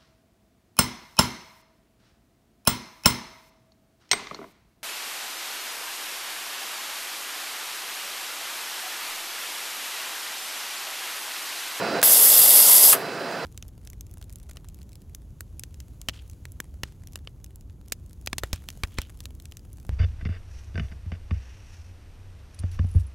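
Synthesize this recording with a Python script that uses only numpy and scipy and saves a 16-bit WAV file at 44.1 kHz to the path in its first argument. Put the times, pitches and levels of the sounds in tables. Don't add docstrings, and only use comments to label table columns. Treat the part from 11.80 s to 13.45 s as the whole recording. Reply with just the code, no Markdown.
import sys
import numpy as np
from scipy import signal
from scipy.fft import rfft, irfft
from scipy.io import wavfile

SR = 44100
rng = np.random.default_rng(int(sys.argv[2]) if len(sys.argv) > 2 else 0)


def wav_out(sig):
    wavfile.write(sys.argv[1], SR, np.round(np.clip(np.atleast_2d(sig).T, -1, 1) * 32767).astype(np.int16))


def voltage_ratio(decibels):
    exponent = np.asarray(decibels, float) / 20
    return 10 ** exponent


N = 72765
TIME = np.arange(N) / SR
BIN_HZ = np.arange(N // 2 + 1) * SR / N
LEFT_RIGHT = np.array([[1], [-1]])
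OPEN_S, SHUT_S = 0.2289, 1.1294
CUTOFF_HZ = 15750


def at_hz(points, hz):
    f, value = np.transpose(points)
    return np.interp(np.log(hz), np.log(f), value)


def drift(rate_hz):
    r = np.exp(-2 * np.pi * rate_hz / SR)
    wander = signal.lfilter([1], [1, -2 * r, r * r], rng.standard_normal(N + SR))[SR:]
    return (wander - wander.mean()) / wander.std()


def filtered(x, order, hz, kind):
    return signal.sosfilt(signal.butter(order, hz, kind, fs=SR, output="sos"), x)


def coloured(spectrum, peaks, dips, flicker_db, rate_hz, count):
    hz = np.maximum(BIN_HZ, 1)
    power = voltage_ratio(at_hz(spectrum, hz)) ** 2
    for f, width, db in peaks:
        power = power + voltage_ratio(db) ** 2 / (1 + (2 * (hz - f) / width) ** 2) ** 2
    for f, width, depth in dips:
        power = power * (1 - depth / (1 + (2 * (hz - f) / width) ** 2)) ** 2
    noise = rfft(rng.standard_normal((2, N))) * np.sqrt(power) * (hz > 20)
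    noise = noise / irfft(noise[0], N).std()
    centres = np.geomspace(80, 15000, count)
    place = np.interp(np.log(hz), np.log(centres), np.arange(count))
    bands = []
    for k in range(count):
        overlap = np.clip(1 - abs(place - k), 0, 1)
        bands.append(irfft(noise * overlap, N) * voltage_ratio(flicker_db * drift(rate_hz)))
    return centres, bands


# frequency [Hz], density [dB per Hz].
FAN_COLOUR = [(50, -57), (155, -8.5), (507, -2.5), (1020, -10), (1870, -14.5), (4900, -25), (11000, -35),
              (16000, -41)]
# frequency [Hz], width [Hz], level [dB].
DUCT_RESONANCES = [(540, 104, -8.5), (1480, 560, -9), (2593, 115, -12), (4036, 160, -12),
                   (4804, 740, -16.5), (5500, 140, -22)]
# frequency [Hz], level [dB rms].
MOTOR_TONES = [(120, -53), (685, -36.5), (15720, -77)]
# frequency [Hz], left minus right [dB].
DRONE_LEAN = [(60, 0.0), (110, -0.5), (200, -2.5), (380, -0.5), (700, -4), (1290, -3.5), (2380, -5),
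              (4400, -2.0), (8120, -2), (15000, 0.5)]
# frequency [Hz], unrelated part under the middle [dB].
DRONE_WIDTH = [(100, -36), (500, -17), (2000, -26), (3500, -16), (8000, -12), (11500, -8), (14000, -30)]


def workshop():
    half = LEFT_RIGHT / 2
    centres, bands = coloured(FAN_COLOUR, DUCT_RESONANCES, [], flicker_db=1.0, rate_hz=11.6, count=14)
    fans = 0
    for hz, (middle, own) in zip(centres, bands):
        spread = voltage_ratio(at_hz(DRONE_WIDTH, hz)) * own * LEFT_RIGHT
        fans = fans + voltage_ratio(at_hz(DRONE_LEAN, hz) * half) * (middle + spread)
    motor = 0
    for hz, db in MOTOR_TONES:
        level = voltage_ratio(db + 3 + 2.5 * drift(8.0) + at_hz(DRONE_LEAN, hz) * half)
        motor = motor + level * np.sin(2 * np.pi * hz * TIME + 0.5 * drift(6.0))
    return voltage_ratio(-27) * fans + motor


def camera_gain():
    def approach(start_s, tau_s):
        return 1 - np.exp(-np.maximum(TIME - start_s, 0) / tau_s)

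    duck_db = -6.5 * approach(0.2, 0.0022)
    creep_db = -3.5 * approach(OPEN_S, 0.05)
    recover_db = 5 * approach(SHUT_S, 0.05)
    return voltage_ratio(duck_db + creep_db + recover_db)


# start in seconds, ring [dB], crack [dB], body pitch [Hz], ring T60 [s].
VALVE_CONTACTS = [
    (.2165, -29, -14, 10000, .012),
    (.2289, -13, -1, 1700, .016),
    (1.1298, -15, -18, 1200, .05),
    (1.152, -22, -40, 600, .014),
]
# multiple of the pitch [ratio], level [dB].
BODY_MODES = [(.52, -6), (.93, -7), (1.0, -2), (1.45, -14), (2.25, -10), (3.1, -16)]


def valve():
    snap_s, crack_s = 0.000035, 0.0011
    out = np.zeros((2, N + SR))
    t = np.arange(SR // 8) / SR
    edge = t / snap_s - 2
    snap = 1.6 * edge * np.exp(-edge ** 2 / 2)
    for start_s, ring_db, crack_db, pitch_hz, t60_s in VALVE_CONTACTS:
        detune = rng.normal(1, 0.018, len(BODY_MODES))
        noise = rng.standard_normal((2, len(t)))
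        ring = 0
        for (multiple, db), off in zip(BODY_MODES, detune):
            hz = multiple * pitch_hz
            if hz < CUTOFF_HZ * 0.9:
                ring = ring + voltage_ratio(ring_db + db - 60 * t / t60_s) * np.sin(2 * np.pi * hz * off * t)
        grit = np.exp(-t / crack_s) * (0.32 * noise[0] + 0.1 * noise[1] * LEFT_RIGHT)
        first = int(start_s * SR)
        out[:, first:first + len(t)] += ring + voltage_ratio(crack_db) * (snap + grit)
    return filtered(out[:, :N] + 1e-18, 3, 300, "high")


# frequency [Hz], density [dB per Hz].
JET_COLOUR = [(100, -62.5), (500, -17.5), (1000, -18.5), (2400, -34), (5000, -17.5), (8000, -15),
              (11500, -7.5), (16000, -20.5)]
# frequency [Hz], width [Hz], level [dB].
NOZZLE_RESONANCES = [(2065, 570, -21), (2783, 350, -18), (3460, 860, -16), (4890, 1100, -13.5),
                     (7900, 1450, -12), (8930, 370, -7.5), (10950, 1340, -5.5), (11790, 1100, -3),
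                     (13070, 1200, -6), (14850, 700, -8.5)]
# frequency [Hz], width [Hz], depth [0-1].
PLATE_DIPS = [(2500, 170, 0.03), (12800, 280, 0.02), (14500, 300, 0.5)]
# frequency [Hz], unrelated part under the middle [dB].
JET_SPREAD = [(500, -12), (2000, -31), (5500, -19.5), (8000, -30), (11500, -23), (14000, -30)]
# frequency [Hz], offset [dB].
JET_START = [(2000, 7.5), (8000, -3), (11500, -10), (15000, 4)]


def jet():
    rise_s, swell_db_per_s, vent_db_per_s = 0.011, 2.1, 752
    tail_db, tail_t60_s, tail_dull, tail_width_db = -22, 0.36, 0.84, -11
    centres, bands = coloured(JET_COLOUR, NOZZLE_RESONANCES, PLATE_DIPS, flicker_db=1.0, rate_hz=18.5, count=20)
    starting = np.clip(1 - (TIME - OPEN_S) / rise_s, 0, 1)
    air = 0
    for hz, (middle, own) in zip(centres, bands):
        spread = voltage_ratio(at_hz(JET_SPREAD, hz)) * own * LEFT_RIGHT
        air = air + voltage_ratio(at_hz(JET_START, hz) * starting) * (middle + spread)
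    after = np.maximum(TIME - SHUT_S, 0)
    flutter = voltage_ratio(1.2 * drift(300.0) + 0.3 * drift(9.0))
    direct = voltage_ratio(-vent_db_per_s * after) * flutter * air
    middle, own = signal.lfilter([1], [1, -tail_dull], sum(bands)[::-1])
    tail = voltage_ratio(tail_db - 60 * after / tail_t60_s) * (middle + voltage_ratio(tail_width_db) * own * LEFT_RIGHT)
    room = (TIME > SHUT_S) * tail
    leak = voltage_ratio(-17) * (TIME > OPEN_S - 0.002)
    gate = np.where(TIME >= OPEN_S, 1, leak)
    return gate * voltage_ratio(-12 + swell_db_per_s * (TIME - 0.6549)) * (direct + room)


def puff():
    after = TIME - SHUT_S + 0.002
    near = filtered(rng.standard_normal((2, N)), 2, [408, 3050], "band")
    far = filtered(rng.standard_normal((2, N)), 2, [201, 1460], "band")
    thud = voltage_ratio(-21 - 60 * abs(after) / 0.11) * (near[0] + 0.26 * near[1] * LEFT_RIGHT)
    around = far[0] - 0.1 * LEFT_RIGHT * far[0] + 0.25 * far[1] * LEFT_RIGHT
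    room = voltage_ratio(-25.5 - 60 * abs(after) / 0.5) * around
    rise = np.clip(after / 0.0024, 0, 1) ** 2
    return 3 * rise * (thud + room)


def scene():
    return workshop() + (valve() + jet() + puff()) / camera_gain()


def band_limit(x):
    return signal.sosfilt(signal.butter(12, 16990, fs=SR, output="sos"), x)


def record(dry):
    ceiling = 0.95
    x = np.tanh(dry * camera_gain() / ceiling) * ceiling
    x = filtered(x, 2, 45, "high")
    x = irfft(rfft(x) * (BIN_HZ < CUTOFF_HZ), N)
    return band_limit(x)


dry = scene()
out = record(dry)
wav_out(out)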